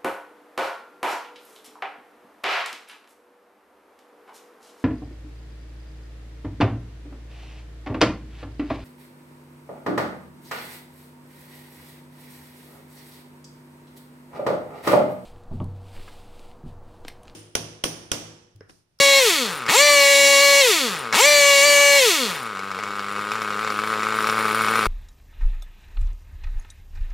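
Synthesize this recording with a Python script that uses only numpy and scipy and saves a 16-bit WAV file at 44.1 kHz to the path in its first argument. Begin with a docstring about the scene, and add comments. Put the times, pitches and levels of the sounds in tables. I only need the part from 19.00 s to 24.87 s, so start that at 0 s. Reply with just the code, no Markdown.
"""A model buggy's two-stroke nitro engine screams close to a stereo microphone on a wooden deck.
It runs down, takes two more throttle bursts, then idles unevenly, a little to the left. Each crank turn
puffs through the silencer and rings the gas cavities; at speed every other turn is unlike the last.
A loose part rattles and the clutch scrapes; a short echo and a faint tail follow everything.
The microphone's gain control holds the bursts down and slowly lifts the idle."""
import sys
import numpy as np
from scipy import signal
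from scipy.fft import rfft, irfft, next_fast_len
from scipy.io import wavfile
from scipy.ndimage import uniform_filter1d

SR = 44100
rng = np.random.default_rng(int(sys.argv[2]) if len(sys.argv) > 2 else 0)


def bounce(signal):
    """Save signal as a 16-bit WAV file at the path given by the first command-line argument."""
    frames = np.transpose(np.atleast_2d(signal))
    limited = np.clip(frames, -1, 1)
    pcm = np.round(limited * 32767).astype(np.int16)
    wavfile.write(sys.argv[1], SR, pcm)


N = 258867
T = np.arange(N) / SR

# the hardest firings at low speed: (time [s], extra ring [dB], extra crack [dB])
HARD_FIRINGS = [(0.6635, 10, 8), (2.126, -2, 12), (3.5916, 6, 6), (3.7142, 12.5, 4), (3.7885, 8, 4.5),
                (3.8359, 14, 5.5), (3.9932, 13.5, 4.5), (4.1916, 13, 0.5), (4.3170, 15, 6.5),
                (4.3539, 11, 3.5), (4.4181, 13, 4), (4.5041, 12.5, 2.5), (4.5916, 11, 2.5),
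                (4.647, 11, 2.5), (4.6745, 12, 3.5), (4.7026, 13, 5.5), (4.7893, 14, 3), (4.9011, 11, 2),
                (4.928, 12, -1), (5.031, 10.5, 4), (5.0678, 15, -1), (5.187, 15, 1), (5.2238, 8, 1),
                (5.2427, 14, 3), (5.2704, 11.5, 5), (5.2972, 14, 6), (5.325, 13, 0), (5.3797, 14, 0),
                (5.4532, 14, 1.5), (5.5463, 14, 1), (5.609, 14, 1.5), (5.6457, 10, 1), (5.6831, 11, 4.5),
                (5.7369, 6, 0), (5.7555, 16, 4), (5.7908, 14.5, 2.5), (5.8556, 13.5, 1.5)]
# throttle bursts: (opens [s], closes [s], rattle of a loose part at full speed [dB])
THROTTLE_BURSTS = [(-0.6, 0.169, -26.5), (0.664, 1.594, -31), (2.116, 2.973, -40)]


def crank_speed(rise_s=0.078):
    """Turns per second: each burst shoots up from idle, holds near top speed and runs down again."""
    # crank speed with the throttle wide open: (time [s], speed [Hz])
    top_speed = [(0.02, 559), (0.18, 549.4), (0.85, 589.3), (1.03, 561.4), (1.384, 558.8), (1.418, 563.7),
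                 (1.58, 560.4), (2.28, 595), (2.312, 588.4), (2.422, 570.6), (2.608, 559), (2.656, 583.3),
                 (2.74, 572), (2.96, 565.2)]
    # every burst runs down alike: (time since the throttle closed [s], speed [Hz])
    run_down = [(0, 568.5), (0.07, 492.4), (0.144, 350.2), (0.212, 279), (0.266, 235.5), (0.297, 202),
                (0.378, 152.7), (0.46, 118), (0.61, 91.5)]
    # crank speed at idle: (time [s], speed [Hz])
    idle_speed = [(3.55, 94.9), (4.29, 104.5), (4.34, 107.6), (4.46, 103.4), (5.18, 107.6), (5.86, 110.2)]
    idle, top = lookup(T, idle_speed), lookup(T, top_speed)
    hz = idle
    for opens, closes, _ in THROTTLE_BURSTS:
        rise = top - (top - idle) * np.exp(-(np.maximum(T - opens, 0) / rise_s) ** 2)
        fall = lookup(T - closes, run_down, left=np.inf)
        hz = np.maximum(hz, np.minimum(rise, fall))
    return hz


def crank(hz, waver=0.0022):
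    """Crank angle in turns, and the whole turn on which each hard firing falls."""
    turns = np.cumsum(hz * (1 + waver * walk(60))) / SR
    hard_times = np.array(HARD_FIRINGS)[:, 0]
    free_turns = np.interp(hard_times, T, turns)
    turns_between = np.maximum(np.round(np.diff(free_turns)), 1)
    fired = np.round(free_turns[0]) + np.append(0, np.cumsum(turns_between))
    return turns + np.interp(T, hard_times, fired - free_turns), fired.astype(int)


def charges(turns, fired, hz, stumble_hz=137, spent_db=-2.5):
    """Time, ring strength and crack strength of every turn; at low speed the engine fires unevenly."""
    times = np.interp(np.arange(int(turns[-1]) + 1), turns, T)
    chance, jitter = rng.standard_normal((N // 50, 2))[:len(times)].T
    burn = unit(chance - .5 * np.roll(chance, 1))  # a good burn tends to be followed by a poor one
    uneven = np.interp(times, T, ramp(stumble_hz - hz, 20))
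    ring_db = uneven * (6 + 2 * burn) + .5 * jitter
    crack_db = uneven * (-1.8 + 2.2 * burn) + 0.29 * jitter
    ring_db[fired[fired + 1 < len(times)] + 1] += spent_db  # burnt gas spoils the next charge
    _, ring_db[fired], crack_db[fired] = np.transpose(HARD_FIRINGS)
    return times, undb(ring_db), undb(crack_db)


def path_levels(hz, surge, rasp_knee_hz=389):
    """Boom, ring, pipe and rasp in dB: they follow the speed; all but the ring leap under acceleration."""
    # the silencer booms most at speed and again near its own resonance: (speed [Hz], level [dB])
    boom_by_speed = [(100, -42), (112, -39), (150, -39), (240, -23), (268, -26), (295, -32.5), (350, -23.5),
                     (420, -16), (560, -15)]
    # the tuned pipe comes on with speed: (speed [Hz], level [dB])
    pipe_by_speed = [(98, -47), (110, -39.5), (150, -54), (240, -30), (280, -25), (400, -20.5), (460, -48),
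                     (510, -17), (555, -15.5), (590, -8)]
    slack_db = 21.5 * (surge - 1)  # zero under hard acceleration
    boom_db = np.maximum(lookup(hz, boom_by_speed) - 5.5 * surge, -29 + slack_db)
    ring_db = -36.5 + 5 * np.log2(hz / 100)
    pipe_db = np.maximum(lookup(hz, pipe_by_speed), -22 + slack_db)
    steady_rasp_db = -14.5 + 12.5 * np.minimum(np.log2(hz / rasp_knee_hz), 0)
    return boom_db, ring_db, pipe_db, np.maximum(steady_rasp_db, -17.5 + slack_db)


def puffs(path, times, sizes):
    """Pulses through one path, scaled so that even pulses have an rms of one."""
    even = path(clicks(times, np.ones(len(times))))
    return path(clicks(times, sizes)) / running_rms(even, 0.044)


def scream(turns, flutter_turns=0.0022, wander_db=2.0, shimmer_db=1.5):
    """Clean harmonics of the crank; half orders come from a strong-weak pattern of firings."""
    # full-throttle partials: (order [multiples of the crank speed], level [dB])
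    partials = [(.5, -21), (1.5, -13), (2, -1), (2.5, -19.5), (3, -11), (3.5, -5.5), (4.5, -21), (5, -6.5),
                (6, -3.5), (6.5, -18), (7, -3.5), (7.5, -4.5), (8, -2), (8.5, -19), (9, -14), (9.5, -14.5),
                (10, -6), (10.5, -10.5), (11, -11), (11.5, -17), (12, -7.5), (12.5, -10), (13, -8.5),
                (13.5, -11.5), (14, -23), (14.5, -10), (15, -13)]
    angle = 2 * np.pi * (turns + flutter_turns * walk(350))
    tone = 0
    for order, db in partials:
        level = undb(db + wander_db * walk(8.9) + shimmer_db * walk(70))
        tone = tone + level * np.sin(order * angle + 2 * np.pi * rng.random())
    return np.sqrt(2) * tone


def tuned_pipe(x, hz=2230, width_hz=170, skirt_hz=800):
    """The pipe's resonance, which the fourth harmonic meets at full speed."""
    return resonate(resonate(x, hz, width_hz), hz, skirt_hz)


def silencer(x, band_hz=(85, 640)):
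    """The silencer's low resonances; little above them gets out."""
    # gas resonances: (frequency [Hz], width [Hz], level [dB])
    modes = [(121, 53, -39), (197, 93, 7.5), (311, 26, -1.5), (429.4, 69, 8.5)]
    boom = sum(undb(db) * resonate(x, hz, width) for hz, width, db in modes)
    return butterworth(boom, 4, band_hz, "band")


def port_gas(turns, hz, times, sizes, crack_db, decay_turns, leak):
    """The port opens with a crack, and gas hisses out and fades during the turn."""
    strength = sizes[np.clip(turns.astype(int), 0, len(sizes) - 1)]
    flow = unit(np.exp(-(turns % 1) / decay_turns) + leak)
    hiss = flow * strength * rng.standard_normal(N)
    crack = delay(clicks(times, sizes)) * np.sqrt(SR / hz)
    gas = (hiss + undb(crack_db) * crack) / np.sqrt(1 + undb(crack_db) ** 2)
    return butterworth(gas, 2, 110, "high")


def rasp(turns, hz, times, crack, full, slow):
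    """Escaping gas: bright and crackling at speed, duller and mostly hiss at idle."""
    # gas colour at speed: (frequency [Hz], level [dB])
    fast_colour = [(60, -23), (250, -17.5), (450, -7.5), (700, -14.5), (950, 0.5), (1400, -14.5), (1700, 0),
                   (2000, 3), (3300, 3.5), (4300, 1), (5000, -1.5), (7200, -1), (8500, -5.5), (13000, -10),
                   (15000, -17)]
    # gas colour at idle: (frequency [Hz], level [dB])
    idle_colour = [(60, -2), (250, -4.5), (450, 8), (660, -1), (900, 6), (1700, 6), (2700, 2.5), (3100, -1),
                   (3700, -1), (5500, -7.5), (6500, -14), (7100, -7), (8200, -14), (15000, -27)]
    fast_gas = port_gas(turns, hz, times, crack, crack_db=1 - full, decay_turns=.59, leak=1)
    idle_gas = port_gas(turns, hz, times, crack ** .6, crack_db=-9, decay_turns=.6, leak=.4)
    fast = undb(-2.5 - 1.4 * full) * np.sqrt(1 - slow) * voiced(fast_gas, fast_colour)
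    return fast + undb(-3.5) * np.sqrt(slow) * voiced(idle_gas, idle_colour)


def crankcase(x, hz=1280, length_s=.0038):
    """The gas in the crankcase rings while the port is open: a ping that swells and dies in five cycles."""
    t = T[T < length_s]
    ping = np.sin(np.pi * t / length_s) ** 2 * np.sin(2 * np.pi * hz * t)
    return np.convolve(x, ping)[:N]


def intake(x, hz=920, width_hz=330):
    """The open carburettor honks."""
    return resonate(resonate(x, hz, width_hz), hz, width_hz)


def snaps(times, fired, crack, decay_s=.0022, tail_s=.007, tail_db=-13):
    """Only a hard firing still has pressure left when the port opens: a bright snap with a short tail."""
    # colour of the snap: (frequency [Hz], level [dB])
    snap_colour = [(60, -45), (200, -33), (900, -12), (2200, 11.5), (3100, -3), (5500, 4), (7400, -7),
                   (8500, -21), (15000, -34)]
    t = T[:SR // 20]
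    fade = np.exp(-t / decay_s) + undb(tail_db) * np.exp(-t / tail_s)
    envelope = signal.fftconvolve(clicks(times[fired], crack[fired] ** 2), fade)[:N]
    return envelope * voiced(rng.standard_normal(N), snap_colour)


def rattle(times, hz, full, surge, build_s=0.18, stop_hz=162.8, scatter_db=3):
    """A loose part strikes the chassis on every second turn, at speed and on the way down."""
    shake = undb(-25.5) * (1 - full) * (1 - surge) * ramp(hz - stop_hz, 70.25)  # on each run-down
    for opens, closes, db in THROTTLE_BURSTS:
        held = (T > opens + build_s) & (T < closes)
        shake = shake + undb(db) * uniform_filter1d(held * 1., size=SR // 10)
    strikes = times[::2]
    sizes = undb(scatter_db * rng.standard_normal(N // 100)[:len(strikes)])
    return puffs(chassis, strikes, sizes) * shake


def chassis(x, modes_hz=(3400, 4240), width_hz=260):
    """Two ringing modes of the chassis plate."""
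    low, high = (resonate(resonate(x, hz, width_hz), hz, 8 * width_hz) for hz in modes_hz)
    return undb(-3) * low + high


def fins(times, sizes, hz, width_hz):
    """The cooling fins sing when a high harmonic meets them."""
    return unit(resonate(clicks(times, sizes), hz, width_hz))


def clutch(hz, surge, brush_hz=155, brush_width_hz=35.6, fade_s=0.048, flicker_db=4.0):
    """The shoes rub unevenly and ring the steel clutch bell, late in each run-down and twice at idle."""
    # clutch bell resonances: (frequency [Hz], width [Hz], level [dB])
    modes = [(9462, 299, -1), (12017, 370, -15), (13600, 400, -9)]
    # scrapes at idle: (start [s], length [s], level [dB])
    scrapes = [(4.89, 0.055, -58), (5.155, 0.8, -54)]
    contact = undb(-41) * np.exp(-((hz - brush_hz) / brush_width_hz) ** 2) * (1 - surge)
    for start, length, db in scrapes:
        inside_s = np.minimum(T - start, start + length - T)
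        contact = contact + undb(db) * ramp(inside_s + fade_s / 2, fade_s)
    rub = rng.standard_normal(N) * undb(flicker_db * walk(130))
    bell = sum(undb(db) * resonate(resonate(rub, f, width), f, 4 * width) for f, width, db in modes)
    return unit(bell) * contact


def draught(hz, full, gust_db=2.5, db_per_hz=0.26):
    """At full throttle the exhaust stream buffets the microphone, harder as the revs overshoot."""
    air = butterworth(rng.standard_normal(N), 2, [45, 170], "band")
    return unit(air) * full * undb(-57 + db_per_hz * (hz - 555) + gust_db * walk(25))


def stereo_echoes(x):
    """A short echo and a faint tail, the same in both channels; the high treble is spread wider."""
    # balance of the microphone pair: (frequency [Hz], left minus right [dB])
    balance = [(60, 1.5), (160, 3.5), (330, 2.3), (560, 4.8), (1100, 4.4), (1330, 1.3), (1680, 5),
               (1950, .8), (4000, .5), (6700, 2), (8000, .9), (15000, .8)]
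    echo = undb(-10) * reflections(x, t60_s=0.051, above_hz=1700)
    echo += undb(-20) * reflections(x, t60_s=0.64, above_hz=1250)
    wide_treble = [undb(-7) * reflections(x, t60_s=.02, above_hz=5800) for _ in range(2)]
    pair = [colour(x + echo, [(f, side * db / 2) for f, db in balance]) for side in (1, -1)]
    return np.array(pair) + wide_treble


def reflections(x, t60_s, above_hz):
    """A dense tail of echoes as strong as its source, for waves short enough to be scattered."""
    t = T[:SR // 2]
    tail = rng.standard_normal(len(t)) * undb(-60 * t / t60_s) * (t > .002)
    scattered = butterworth(x, 3, above_hz, "high")
    return signal.fftconvolve(scattered, tail / np.linalg.norm(tail))[:N]


def undb(db):
    """Decibels to gain."""
    return 10 ** (np.asarray(db) / 20)


def unit(x):
    """Scale to an rms of one."""
    return x / np.sqrt(np.mean(x ** 2))


def ramp(x, span):
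    """Rise from zero to one as x goes from zero to span."""
    return np.clip(x / span, 0, 1)


def lookup(x, table, left=None):
    """Read a two-column table along straight lines."""
    return np.interp(x, *np.transpose(table), left=left)


def walk(per_s):
    """Random levels joined by slopes, with an rms of one."""
    levels = rng.standard_normal(N // 50)
    return unit(np.interp(T * per_s + rng.random(), np.arange(len(levels)), levels))


def running_rms(x, seconds):
    """Loudness under a smooth window."""
    window = np.hanning(int(seconds * SR) | 1)
    energy = np.abs(signal.fftconvolve(x ** 2, window, "same"))
    return np.sqrt(energy / signal.fftconvolve(np.ones(N), window, "same") + 1e-14)


def clicks(times, sizes):
    """Band-limited clicks at exact times."""
    taps = (times * SR).astype(int)[:, None] + np.arange(-7, 9)
    offset = taps - times[:, None] * SR
    shape = np.sinc(offset) * np.cos(np.pi * offset / 16) ** 2
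    inside = (taps >= 0) & (taps < N)
    return np.bincount(taps[inside], (sizes[:, None] * shape)[inside], N)


def delay(x, samples=89):
    """Short trips through pipe and chassis hold a click back without colouring it."""
    return np.pad(x, (samples, 0))[:N]


def resonate(x, hz, width_hz):
    """One resonance, gain one at its centre."""
    return signal.lfilter(*signal.iirpeak(hz, hz / width_hz, SR), x)


def butterworth(x, order, edge_hz, kind):
    """A filter with a flat passband."""
    return signal.sosfilt(signal.butter(order, edge_hz, kind, fs=SR, output="sos"), x)


def colour(x, points):
    """Filter by (frequency [Hz], level [dB]) points."""
    size = next_fast_len(N + SR // 10)
    hz, db = np.transpose(points)
    bins = np.arange(size // 2 + 1) * SR / size
    gain = undb(np.interp(np.log(bins + 1), np.log(hz), db))
    return irfft(rfft(x, size) * gain, size)[:N]


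def voiced(x, points):
    """Colour a white source so that its 2.6-8 kHz band has the rms of the whole input."""
    hz, db = np.transpose(points)
    band = np.arange(2600, 8000, 50)
    gain = undb(np.interp(np.log(band), np.log(hz), db))
    power = np.mean(gain ** 2) * np.ptp(band) / (SR / 2)
    return colour(x, points) / np.sqrt(power)


def scene():
    """All paths of the engine at close range, a little louder in the left microphone."""
    hz = crank_speed()
    slow, full = ramp(230 - hz, 90), ramp(hz - 470, 75)  # one at idle; one at full speed
    acceleration = uniform_filter1d(np.gradient(hz) * SR, size=600)  # Hz per second
    surge = ramp(acceleration, 3900)
    boom_db, ring_db, pipe_db, rasp_db = path_levels(hz, surge)
    turns, fired = crank(hz)
    times, ring, crack = charges(turns, fired, hz)
    engine = undb(boom_db) * puffs(silencer, times, ring ** .25)
    engine += (1 - full) * undb(ring_db) * puffs(crankcase, times, ring ** .75)
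    engine += undb(pipe_db) * puffs(tuned_pipe, times, crack)
    honk = undb(-18) * surge * ramp(hz - 120, 330) + undb(-46) * slow
    engine += honk * puffs(intake, times, crack)
    regular_burn = ramp(hz - 507, 40.6)  # brings clean harmonics at full speed
    engine += regular_burn * undb(rasp_db - 7) * scream(turns)
    engine += undb(rasp_db) * rasp(turns, hz, times, crack, full, slow)
    engine += undb(-45) * snaps(times, fired, crack)
    engine += rattle(times, hz, full, surge)
    zing = undb(-22.5) * np.sqrt(surge) * ramp(hz - 420, 80)  # as the revs shoot up
    engine += zing * fins(times, crack, hz=7520, width_hz=110)
    engine += undb(rasp_db - 20) * fins(times, crack, hz=10620, width_hz=70)
    engine += clutch(hz, surge) + draught(hz, full)
    return stereo_echoes(engine)


def record(dry, ceiling_db=-12.5, release_db_per_s=4.0, window_s=0.19, top_hz=15750):
    """The microphone's gain control ducks at once and recovers slowly; the top treble is cut."""
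    allowed_db = ceiling_db - 20 * np.log10(running_rms(dry.mean(axis=0), window_s))
    recovery_db = release_db_per_s * T
    gain_db = recovery_db + np.minimum.accumulate(allowed_db - recovery_db)
    return signal.sosfilt(signal.ellip(10, .2, 80, top_hz, fs=SR, output="sos"), dry * undb(gain_db))


dry = scene()
out = record(dry)
bounce(out)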